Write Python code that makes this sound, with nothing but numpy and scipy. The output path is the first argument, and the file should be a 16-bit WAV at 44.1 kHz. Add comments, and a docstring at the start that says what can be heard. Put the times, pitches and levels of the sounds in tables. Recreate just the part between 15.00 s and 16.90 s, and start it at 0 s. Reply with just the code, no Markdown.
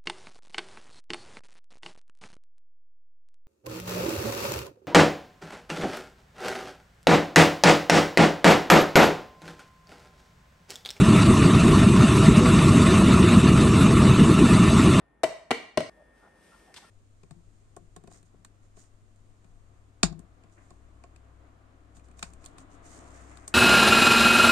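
"""Portafilter knocks and wipe

A sleeve rustles, then a steel portafilter hits the bar of a knock box three times in a small kitchen.
Each knock is a few quick contacts: low thud, hollow box note, clack, ringing steel, counter thump.
The scene switches abruptly to a cloth wiping the basket: hiss, squeaks and snaps over the rim.
Low room noise and a faint electrical whine run throughout."""
import sys
import numpy as np
from scipy import signal
from scipy.fft import rfft, irfft
from scipy.io import wavfile
from scipy.ndimage import uniform_filter1d

SR = 44100
rng = np.random.default_rng(int(sys.argv[2]) if len(sys.argv) > 2 else 0)


def store_pcm(level_fs):
    """Save levels as 16-bit WAV."""
    pcm = np.round(np.clip(level_fs, -1, 1) * 32767).astype(np.int16)
    wavfile.write(sys.argv[1], SR, np.atleast_2d(pcm).T)


N = 83790
T = np.arange(N) / SR
RING_T = np.arange(int(.4 * SR)) / SR
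WIPE_START_S = .897


def amp(db):
    """Decibels to gain."""
    return 10 ** (np.asarray(db) / 20)


def unit(x):
    """Scales to rms 1."""
    return x / np.sqrt(np.mean(x ** 2) + 1e-20)


def read(points, hz):
    """Table lookup on a log-frequency axis."""
    table_hz, value = np.transpose(points)
    return np.interp(np.log(hz + 1), np.log(table_hz + 1), value)


def add(mix, start_s, sound):
    """Mixes in a stereo sound."""
    part = mix[:, round(start_s * SR):][:, :sound.shape[1]]
    part += sound[:, :part.shape[1]]


def pan(db):
    """Stereo gains; positive is left."""
    return amp(np.array([[db], [-db]]) / 2)


def swell(rise_s):
    """Soft onset."""
    return 1 - np.exp(-RING_T / rise_s)


def decay(t, t60_s):
    """Exponential decay."""
    return np.exp(-np.log(1000) * t / t60_s)


def ring(modes, spread_rad=0):
    """Damped modes of alternating sign, with optional random phase per channel."""
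    phases = spread_rad * rng.standard_normal((len(modes), 2, 1))
    return sum((-1) ** k * amp(db) * decay(RING_T, t60_s) * np.sin(2 * np.pi * hz * RING_T + phases[k])
               for k, (hz, db, t60_s) in enumerate(modes))


# Diffuse field (frequency [Hz], left-right coherence [0-1])
DIFFUSE_COHERENCE = [(60, 0.94), (130, 0.83), (290, 0.87), (640, 0.27), (1400, 0.36), (8000, 0.25)]
def noise(spectrum, size, coherence=DIFFUSE_COHERENCE, left_lead_s=0):
    """Shaped stereo noise at rms 1, diffuse by default."""
    hz = np.fft.rfftfreq(size, 1 / SR)
    left, independent = rfft(rng.standard_normal((2, size)))
    shared = np.clip(read(coherence, hz), -1, 1)
    right = shared * left + np.sqrt(1 - shared ** 2) * independent
    right *= np.exp(-2j * np.pi * hz * left_lead_s)
    return unit(irfft(np.array([left, right]) * amp(read(spectrum, hz)), size))


# Nearby source (frequency [Hz], left-right coherence [0-1])
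NEAR_COHERENCE = [(200, 0.99), (1000, 1), (2200, 0.58), (5000, 0.5), (9000, 0.45)]
def near_noise(spectrum, size):
    """Noise from close by, reaching the left channel first."""
    return noise(spectrum, size, NEAR_COHERENCE, left_lead_s=.00003)


def burst(spectrum, t60_s):
    """Dense, heavily damped vibrations struck at once."""
    return pan(.5) * near_noise(spectrum, len(RING_T)) * swell(.0002) * decay(RING_T, t60_s)


# Room noise (frequency [Hz], relative density [dB])
AIR_SPECTRUM = [(15, -15), (30, -14), (50, 7), (100, -8), (170, -3.5), (270, -4.5), (600, -6.5),
                (1100, -12.5), (2200, -20.5), (4500, -39), (11000, -37), (14000, -61)]
# Electrical whine (frequency [Hz], level before the wipe [dB], level during it [dB])
WHINE_TONES = [(1825.5, -76, -68.5), (1690, -94, -78), (3420, -100, -90)]
def room_tone(in_wipe):
    """Low room noise and thin electrical whine, both louder in the wiping scene."""
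    air = noise(AIR_SPECTRUM, N) * amp(np.where(in_wipe, -61.5, -65.5))
    whine = sum(amp(np.where(in_wipe, late_db, early_db)) * np.sqrt(2) * np.sin(2 * np.pi * hz * T)
                for hz, early_db, late_db in WHINE_TONES)
    return pan(1.5) * (air + whine)


# Sleeve rustle (frequency [Hz], relative density [dB])
SLEEVE_SPECTRUM = [(60, 9), (400, -1.5), (1000, -2), (2000, -12), (4000, -20), (10000, -49)]
def sleeve():
    """The sleeve rustles as the arm lifts, fading before the first knock."""
    return amp(-59.5) * near_noise(SLEEVE_SPECTRUM, N) * decay(T, t60_s=.27)


# Box and bar modes (frequency [Hz], level [dB], t60 [s])
THUD_MODES = [(241, -2.5, 0.059), (305.5, 0, 0.042), (384, -1, 0.057), (460, -16, 0.28)]
def thud(pitch_ratio):
    """Low modes of the struck box and its bar."""
    modes = [(hz * pitch_ratio, db, t60_s) for hz, db, t60_s in THUD_MODES]
    return pan(2) * ring(modes) * swell(.00033)


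def box_note(hz, rise_s):
    """Hollow note of the box, with a weak lingering ring just above it."""
    note_t60_s, linger_t60_s, linger_db = .044, .51, -30
    modes = [(hz, 0, note_t60_s), (hz * 1.04, linger_db, linger_t60_s)]
    return pan(6) * ring(modes) * swell(rise_s)


# Holder and basket modes (frequency [Hz], level [dB], t60 [s])
STEEL_MODES = [(939, 4.5, 0.022), (1044, 1.5, 0.055), (1382, -6.5, 0.075), (1540, -6, .06),
               (1943, 5, 0.029), (2027, -9, 0.12), (2199, -4, 0.049), (2368, -4, 0.037), (2720, -6, 0.035),
               (2845, 1, 0.045), (3032, -7, 0.086), (3110, -5.5, 0.036), (4340, -6, 0.03),
               (7590, -21, 0.034)]
def steel_ring():
    """The struck steel rings; each mode reaches each microphone with its own phase."""
    return pan(4.5) * ring(STEEL_MODES, spread_rad=.65)


# Bright contact noise (frequency [Hz], relative density [dB])
TICK_SPECTRUM = [(300, -10), (1500, 2), (3000, -2), (5000, 1), (7000, -5.5), (8500, 0.5), (10000, -15),
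                 (11400, -7), (13000, -25), (16000, -25)]
def tick(t60_s=.025, spike_db=-.5, spike_t60_s=.0084):
    """Bright damped vibration with a shorter spike at the onset."""
    return burst(TICK_SPECTRUM, t60_s) + amp(spike_db) * burst(TICK_SPECTRUM, spike_t60_s)


# Midrange contact noise (frequency [Hz], relative density [dB])
CLACK_SPECTRUM = [(100, -56), (200, -24.5), (400, -4), (700, -2), (1000, -2), (1600, -15), (2800, -11),
                  (4500, -23), (7000, -34), (12000, -54)]
def clack():
    """Dense midrange vibration, quickly damped."""
    return burst(CLACK_SPECTRUM, t60_s=.033)


# Counter modes (frequency [Hz], level [dB], t60 [s])
COUNTER_MODES = [(93.6, -6, 0.083), (162, -3, 0.079)]
def counter_thump():
    """Slower, deeper response of the counter under the box."""
    return pan(2) * ring(COUNTER_MODES) * swell(.0057)


# Contacts with the bar (time [s], thump [dB], thud [dB], thud pitch [ratio], box note [dB],
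# box pitch [Hz], box rise [s], steel [dB], clack [dB], tick [dB])
BAR_CONTACTS = [(0.2337, -75, -32, 1.42, -21.5, 602, 0.0035, -40.5, -24.5, -25),
                (0.2370, -54, -24, 1.33, -7, 635, 0.0013, -38, -25.5, -29.5),
                (0.2412, -53, -31.5, 1.6, -21.5, 673, 0.0012, -31, -31.5, -30),
                (0.2446, -37, -33, 1.15, -14, 645.6, 0.00086, -42, -39, -44),
                (0.5074, -67, -24.5, 1, -16, 629, 0.003, -31, -18.5, -32),
                (0.5118, -34, -20.5, 1, -23, 650, 0.00047, -25, -17.5, -25.5),
                (0.7738, -23, -20, 0.99, -12.5, 623.5, 0.0006, -31, -19, -25.5),
                (0.7785, -34, -31.5, 0.98, -17.5, 599, 0.0011, -49.5, -33, -39),
                (0.8052, -65, -48, 0.84, -14, 624, 0.0045, -42.5, -29, -37)]
def knocks():
    """Each contact excites box, steel and room; the counter follows a moment later."""
    counter_delay_s = .0037
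    out = np.zeros((2, N))
    thump = counter_thump()
    for (start_s, thump_db, thud_db, thud_ratio, box_db, box_hz, box_rise_s,
         steel_db, clack_db, tick_db) in BAR_CONTACTS:
        blow = amp(thud_db) * thud(thud_ratio)
        blow += amp(box_db) * box_note(box_hz, box_rise_s)
        blow += amp(steel_db) * steel_ring()
        blow += amp(tick_db) * tick()
        blow += amp(clack_db) * clack()
        add(blow, counter_delay_s, amp(thump_db) * thump)
        add(out, start_s, blow)
        add(out, start_s, kitchen_reverb(blow))
    return out


# Reverb decay (frequency [Hz], t60 [s])
KITCHEN_T60 = [(100, 0.77), (260, 0.21), (650, 0.58), (1200, 0.49), (2200, 0.52), (5000, 0.49),
               (11000, 0.38)]
# Reverb gain (frequency [Hz], level [dB])
KITCHEN_LEVEL = [(60, -13.5), (160, -5.5), (250, -17), (350, -9.5), (460, -1.5), (620, -15), (850, -10.5),
                 (1100, -8), (1600, -8), (2100, -2), (2600, -5.5), (3050, -6), (3700, -4), (7000, -2.5),
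                 (11500, -6), (14000, -9)]
def kitchen_reverb(x):
    """Delayed diffuse tail; each band decays at its own rate."""
    delay_s = .0056
    white = noise([(20, 0), (20000, 0)], len(RING_T) * 2)
    hz, t, bands = signal.stft(white, SR, nperseg=256)
    t60_s = read(KITCHEN_T60, hz)[:, None]
    energy_norm = np.sqrt(2 * np.log(1000) / (t60_s * SR))
    bands *= amp(read(KITCHEN_LEVEL, hz))[:, None] * decay(t, t60_s) * energy_norm
    tail = signal.istft(bands, SR, nperseg=256)[1]
    tail *= np.clip(np.arange(tail.shape[1]) / SR / delay_s - 1, 0, 1)
    return signal.fftconvolve(x.mean(0)[None], tail, axes=1)[:, :N]


# Cloth hiss (frequency [Hz], relative density [dB])
HISS_SPECTRUM = [(300, -4), (1500, 3), (2500, 2.5), (3450, 0), (4300, -3.5), (5500, 0), (6600, -5.5),
                 (7600, -2.5), (9200, 3), (10300, -15.5), (11500, -0.5), (13500, -32)]
# Hiss envelope (time [s], level [dB])
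HISS_ENVELOPE = [(.9, -76), (1.12, -81), (1.17, -71), (1.33, -76), (1.45, -65.5), (1.6, -65.5), (1.72, -70),
                 (1.8, -62.5), (1.9, -66.5)]
def cloth_hiss():
    """Cloth scrapes the basket: hiss with a fine random grain in level."""
    grain_db = unit(uniform_filter1d(rng.standard_normal(N), size=120))
    level_db = np.interp(T, *np.transpose(HISS_ENVELOPE))
    return near_noise(HISS_SPECTRUM, N) * unit(amp(grain_db)) * amp(level_db)


# Rubs (time [s], length [s], level [dB], resonance [Hz], bandwidth per filter pass [Hz])
BASKET_RUBS = [(0.952, 0.098, -61, 605, 128), (1.203, 0.093, -67, 1400, 220), (1.21, 0.088, -63, 650, 600),
               (1.513, 0.046, -62, 1365, 86), (1.518, 0.062, -66, 990, 494), (1.666, 0.061, -63, 750, 366),
               (1.755, 0.032, -52.5, 3220, 1320), (1.779, 0.013, -55, 1013, 168),
               (1.81, 0.054, -62.5, 860, 606), (1.828, 0.044, -63, 1380, 129)]
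def basket_squeaks():
    """Short rubs make the basket sing: slip noise passed twice through a resonance."""
    out = np.zeros((2, N))
    for start_s, length_s, db, hz, width_hz in BASKET_RUBS:
        slips = near_noise([(hz, 0)], len(RING_T))
        b, a = signal.iirpeak(hz, hz / width_hz, SR)
        resonance = signal.lfilter(b, a, signal.lfilter(b, a, slips))
        size = round(length_s * SR)
        squeak = resonance[:, -size:] * signal.windows.hann(size) ** .5
        add(out, start_s, amp(db) * unit(squeak))
    return out


# Cloth snaps (time [s], level [dB])
RIM_SNAPS = [(1.7411, -44.5), (1.7632, -47.5), (1.769, -45.5), (1.7748, -47.5), (1.7820, -49)]
def rim_snaps():
    """Cloth snaps over the rim in sharp ticks."""
    out = np.zeros((2, N))
    for start_s, db in RIM_SNAPS:
        add(out, start_s, amp(db) * tick(t60_s=.051, spike_db=6, spike_t60_s=.0031))
    return out


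def wiping():
    """Cloth on the basket, direct plus reverb."""
    direct = cloth_hiss() + basket_squeaks() + rim_snaps()
    return pan(1.5) * (direct + amp(-.5) * kitchen_reverb(direct))


def scene():
    """Knocking, then a hard switch to wiping, over room tone."""
    in_wipe = T >= WIPE_START_S
    return np.where(in_wipe, wiping(), sleeve() + knocks()) + room_tone(in_wipe)


def record(dry):
    """Microphone bass and treble roll-off, then a steep band limit."""
    low_cut_hz, high_cut_hz, band_limit_hz = 27, 12600, 16600
    x = signal.sosfilt(signal.butter(2, low_cut_hz, "high", fs=SR, output="sos"), dry)
    x = signal.sosfilt(signal.butter(6, high_cut_hz, fs=SR, output="sos"), x)
    band_limit = signal.firwin(511, band_limit_hz, window=("kaiser", 9), fs=SR)
    return signal.oaconvolve(x, band_limit[None], "same")


dry = scene()
out = record(dry)
store_pcm(out)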